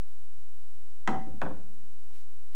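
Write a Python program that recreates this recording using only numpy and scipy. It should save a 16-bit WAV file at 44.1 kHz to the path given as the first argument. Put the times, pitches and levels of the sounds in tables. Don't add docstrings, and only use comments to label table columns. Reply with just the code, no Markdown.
import sys
import numpy as np
from scipy import signal
from scipy.fft import rfft, irfft
from scipy.io import wavfile
from scipy.ndimage import uniform_filter1d

SR = 44100
rng = np.random.default_rng(int(sys.argv[2]) if len(sys.argv) > 2 else 0)


def linear_from_db(decibels):
    return 10 ** (np.asarray(decibels, float) / 20)


def unload_audio(sound):
    columns = np.transpose(np.atleast_2d(sound))
    steps = np.round(np.clip(columns, -1, 1) * 32767)
    wavfile.write(sys.argv[1], SR, steps.astype(np.int16))


N = 112454

# frequency in Hz, level in dB per Hz.
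RUMBLE_COLOUR = [(15, -84.5), (35, -84.5), (55, -92), (75, -80.5), (110, -87.5), (150, -108), (240, -114)]
# frequency in Hz, level in dB per Hz.
HISS_COLOUR = [(235, -122), (262, -100), (700, -102.5), (1500, -105.5), (4000, -108.5), (9000, -109.5),
               (15500, -110)]
# start in seconds, level in dB, pitch in Hz.
FLOOR_THUMPS = [
    (0.369, -63.5, 121),
    (.48, -67, 106),
    (0.671, -68, 110),
    (0.871, -63.5, 115),
    (0.969, -62, 114),
    (1.71, -56.5, 107),
    (1.809, -61, 109),
    (2.06, -62.5, 104),
    (2.339, -73, 132),
]

# start in seconds, level in dB, hardness in Hz.
FIRST_CONTACTS = [
    (1.066, -51, 1500),
    (1.0755, -19.5, 8070),
    (1.0795, -34, 6000),
    (1.088, -31, 1940),
    (1.103, -42.5, 1540),
    (1.116, -30.5, 1170),
    (1.13, -27.5, 1210),
    (1.143, -26, 980),
    (1.157, -36, 980),
]
BUMP_CONTACTS = [
    (1.268, -41.5, 900),
    (1.2745, -37, 1200),
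    (1.288, -41, 774),
    (1.305, -40, 810),
    (1.335, -41.5, 600),
]
SECOND_CONTACTS = [
    (1.4165, -21.5, 8400),
    (1.424, -35, 2440),
    (1.429, -28, 1440),
    (1.452, -30.5, 1580),
    (1.462, -26, 1523),
    (1.508, -31, 880),
    (1.565, -44.5, 800),
    (1.655, -66, 590),
]
# frequency in Hz, level in dB, time to fade 60 dB in seconds.
FIRST_PANEL = [(200.1, 2.5, 0.75), (225, 1, 0.29), (241, -5, 0.92), (290, -3, 0.31), (336, 0, .45),
               (492, -3, 0.25), (704, -10, .3), (731, 5.5, 0.28), (766, 5, 0.5), (846.5, -3, 0.45),
               (925, -12, .22), (1040, -28, 0.57), (1130, -11, 0.39), (1818, -11, 0.083)]
BUMP_PANEL = [(74.8, 11.5, 1), (108.2, 6, 0.32), (206, -23, 0.28), (240.8, 1, 0.54), (348, -3.5, 0.24),
              (451, -14, .25), (505, -9, 0.32), (897, -20, 0.27)]
SECOND_PANEL = [(76.8, -8.5, 0.97), (173.6, 0.5, 0.23), (213.6, 8.5, 0.21), (290.4, 5.5, .3),
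                (436, -17.5, 0.91), (524.7, 6.5, 0.17), (642, -16.5, 0.63), (735, -14, 0.63),
                (898, -2, 0.25), (1324, -13, 0.35), (1419, -18, 0.21), (1739, -21.5, 0.22),
                (2490, -18, .08)]
# frequency in Hz, level in dB.
FIRST_RATTLE_COLOUR = [(100, -3), (220, 10), (500, 0.5), (950, 10.5), (2100, -10), (3200, -11), (6500, -38),
                       (12000, -46)]
BUMP_RATTLE_COLOUR = [(70, 4), (200, 17.5), (500, 8), (1000, -8), (2000, -25), (6000, -44)]
SECOND_RATTLE_COLOUR = [(100, -12), (250, 0), (600, -3), (1520, -1), (1920, -22), (2420, -18), (3050, -24),
                        (3850, -40)]
# frequency in Hz, level in dB.
FIRST_CRACK_COLOUR = [(300, -16.5), (900, 5), (2100, 2), (3200, -21.5), (6500, -14.5), (12000, -35)]
SECOND_CRACK_COLOUR = [(300, -8), (1000, -3), (1520, 0), (1920, -18), (2420, -11), (3050, -22), (4500, -34),
                       (9000, -33)]
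# frequency in Hz, time to fade 60 dB in seconds.
RATTLE_FADE = [(100, 0.55), (500, .25), (2000, 0.09), (8000, 0.18)]
SHOP_FADE = [(80, 1), (250, 0.81), (1000, 0.46), (3000, 0.45), (6000, 0.37), (12000, 0.27)]

TUB_PITCHES_HZ = (191, 170, 222, 255)
# length in seconds, level in dB, centre in Hz, width in Hz.
SCUFF_RUBS = [
    (0.011, -63, 320, 710),
    (0.075, -66, 350, 100),
    (0.071, -67, 2400, 2500),
    (0.12, -68, 4100, 6800),
    (0.028, -65, 2000, 2300),
]
SCUFF_STARTS = (2.105, 2.1, 2.12, 2.125, 2.525)

MODES_DB, RATTLE_DB = (-11.5, -1.5, -11.5), (-7, -8.5, -12)
CRACK_DB, SNAP_DB = (-12, -11.5, -12.5), (-14.5, -10.5, -23)
TWIN_DETUNE, TWIN_DB, MODE_RISE_CYCLES = 0.025, -5, 2.1
WOBBLE_DB, WOBBLE_PER_S = 4.5, 26
CRACK_T60_S, RATTLE_RISE_CYCLES = 0.035, 1
SHOP_DB, SHOP_ONSET_S = -7, 0.0058
DRONE_HZ, DRONE_DB = 67.8, -70
HUM_HZ, HUM_DB, HUM_STARTS_S, HUM_RISE_S = 351.6, -73.5, 0.714, 0.05
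THUMP_S = 0.0072
TUB_DB, TUB_T60_S, TUB_RISE_S, TUB_WOBBLE_DB = (-48, -58, -51, -61), 1.39, 0.049, 4
MIC_LOW_HZ, OFFSET = 65, -0.095
BAND_CENTRES_HZ = 60 * 2 ** (np.arange(25) / 3)


def read(table, hz):
    t = np.array(table, float)
    return np.interp(np.log(np.maximum(hz, 1)), np.log(t[:, 0]), t[:, 1])


def unit(x):
    return x / np.sqrt(np.sum(x ** 2))


def walk(rate):
    k = int(SR / rate)
    steps = np.repeat(rng.standard_normal(N // k + 1), k)
    return 0.69 * uniform_filter1d(uniform_filter1d(steps, k), k)[:N]


def noise(colour):
    hz = np.arange(N // 2 + 1) * SR / N
    spectrum = rfft(rng.standard_normal(N))
    return irfft(spectrum * linear_from_db(read(colour, hz)) * np.sqrt(SR / 2), N)


def third_octave(hz, order):
    return signal.butter(order, [hz / 1.13, hz * 1.13], "band", fs=SR, output="sos")


def rumble():
    return noise(RUMBLE_COLOUR + [(400, -150)]) * linear_from_db(2 * walk(4))


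def motor_tone(hz):
    drifting_hz = hz * (1 + 0.009 * walk(5.8))
    tone = np.sqrt(2) * np.sin(2 * np.pi * np.cumsum(drifting_hz) / SR)
    return tone * linear_from_db(3.4 * walk(8))


def drone():
    return linear_from_db(DRONE_DB) * motor_tone(DRONE_HZ)


def floor_thumps():
    t = np.arange(N) / SR
    out = np.zeros(N)
    for start, db, hz in FLOOR_THUMPS:
        x = (t - start).clip(0) / THUMP_S
        swell = np.e * x * np.exp(-x)
        out += linear_from_db(db) * swell * np.sin(2 * np.pi * hz * (t - start))
    return out


def motor_hum():
    t = np.arange(N) / SR
    start_up = np.clip((t - HUM_STARTS_S) / HUM_RISE_S, 0, 1)
    return linear_from_db(HUM_DB) * start_up * motor_tone(HUM_HZ)


def snap(colour):
    click = np.arange(SR) == 0
    out = np.zeros(SR)
    for k, hz in enumerate(BAND_CENTRES_HZ):
        band = signal.sosfilt(third_octave(hz, 1), click)
        out += (-1) ** k * linear_from_db(read(colour, hz)) * band
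    return unit(out)


def fading(colour, t60s, rise_s, rise_cycles):
    t = np.arange(SR) / SR
    out = np.zeros(SR)
    for hz in BAND_CENTRES_HZ:
        band = signal.sosfilt(third_octave(hz, 3), rng.standard_normal(SR + 4000))[4000:]
        rise = 1 - np.exp(-t / (rise_s + rise_cycles / hz))
        out += linear_from_db(read(colour, hz) - 60 * t / read(t60s, hz)) * rise * band
    return unit(out)


def ring(modes):
    t = np.arange(2 * SR) / SR
    out = np.zeros(2 * SR)
    for hz, db, t60_s in modes:
        sign_draw, detune_draw = rng.uniform(-0.74, 1, 2)
        twin_hz = hz * (1 + TWIN_DETUNE * detune_draw)
        pair = np.sign(sign_draw) * np.sin(2 * np.pi * hz * t)
        pair += linear_from_db(TWIN_DB) * np.sin(2 * np.pi * twin_hz * t)
        rise = 1 - np.exp(-t * hz / MODE_RISE_CYCLES)
        wobble_db = WOBBLE_DB * walk(WOBBLE_PER_S)[:2 * SR]
        out += linear_from_db(db + wobble_db - 60 * t / np.clip(t60_s, 0.02, 2)) * rise * pair
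    return unit(out)


def knock(contacts, modes, rattle, crack, modes_db, rattle_db, crack_db, snap_db):
    push = np.zeros(N)
    for start, db, hard_hz in contacts:
        x = np.arange(600) * 2 * np.pi * hard_hz / SR
        shape = x * np.exp(-x)
        i = int(start * SR)
        push[i:i + 600] += 30 * linear_from_db(db) * shape / shape.sum()
    crack_fade = [(100, 2 * CRACK_T60_S), (8000, CRACK_T60_S)]
    body = linear_from_db(modes_db) * ring(modes)
    body[:SR] += linear_from_db(rattle_db) * fading(rattle, RATTLE_FADE, 0.0003, RATTLE_RISE_CYCLES)
    body[:SR] += linear_from_db(crack_db) * fading(crack, crack_fade, 0.0001, 0.2)
    body[:SR] += linear_from_db(snap_db) * snap(crack)
    return signal.fftconvolve(push, body)[:N]


def knocks():
    spots = ((FIRST_CONTACTS, FIRST_PANEL, FIRST_RATTLE_COLOUR, FIRST_CRACK_COLOUR),
             (BUMP_CONTACTS, BUMP_PANEL, BUMP_RATTLE_COLOUR, BUMP_RATTLE_COLOUR),
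             (SECOND_CONTACTS, SECOND_PANEL, SECOND_RATTLE_COLOUR, SECOND_CRACK_COLOUR))
    levels = zip(MODES_DB, RATTLE_DB, CRACK_DB, SNAP_DB)
    direct = sum(knock(*spot, *dbs) for spot, dbs in zip(spots, levels))
    return signal.sosfilt(signal.butter(4, MIC_LOW_HZ, "high", fs=SR, output="sos"), direct)


def shop_answer(direct):
    colour = [(60, -19), (3000, 2), (16000, 8.5)]
    echoes = fading(colour, SHOP_FADE, SHOP_ONSET_S, 9)
    return linear_from_db(SHOP_DB) * signal.fftconvolve(direct, echoes)[:N]


def tub_ring():
    late = (np.arange(N) / SR - SECOND_CONTACTS[0][0]).clip(0)
    swell = 1 - np.exp(-late / TUB_RISE_S)
    out = np.zeros(N)
    for hz, db in zip(TUB_PITCHES_HZ, TUB_DB):
        ring_db = db - 60 * late / TUB_T60_S + TUB_WOBBLE_DB * walk(25)
        out += linear_from_db(ring_db) * swell * np.sin(2 * np.pi * hz * late)
    return out


def scuffs():
    t = np.arange(N) / SR
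    out = np.zeros(N)
    for start, (length, db, hz, width) in zip(SCUFF_STARTS, SCUFF_RUBS):
        rough = rng.standard_normal(N) * linear_from_db(1.3 * walk(130))
        grain = signal.lfilter(*signal.iirpeak(hz, hz / width, fs=SR), rough)
        stroke = np.sqrt(np.sin(np.pi * np.clip((t - start) / length, 0, 1)).clip(0))
        out += linear_from_db(db) * grain / grain.std() * stroke
    return out


def scene():
    background = rumble() + drone() + floor_thumps() + motor_hum()
    direct = knocks()
    return (background + direct + shop_answer(direct) + tub_ring() + scuffs())[None]


def band_limit(x):
    return signal.sosfilt(signal.butter(12, 15870, fs=SR, output="sos"), x)


def record(dry):
    heard = dry + noise([(100, -150)] + HISS_COLOUR) + OFFSET
    return band_limit(heard)


dry = scene()
out = record(dry)
unload_audio(out)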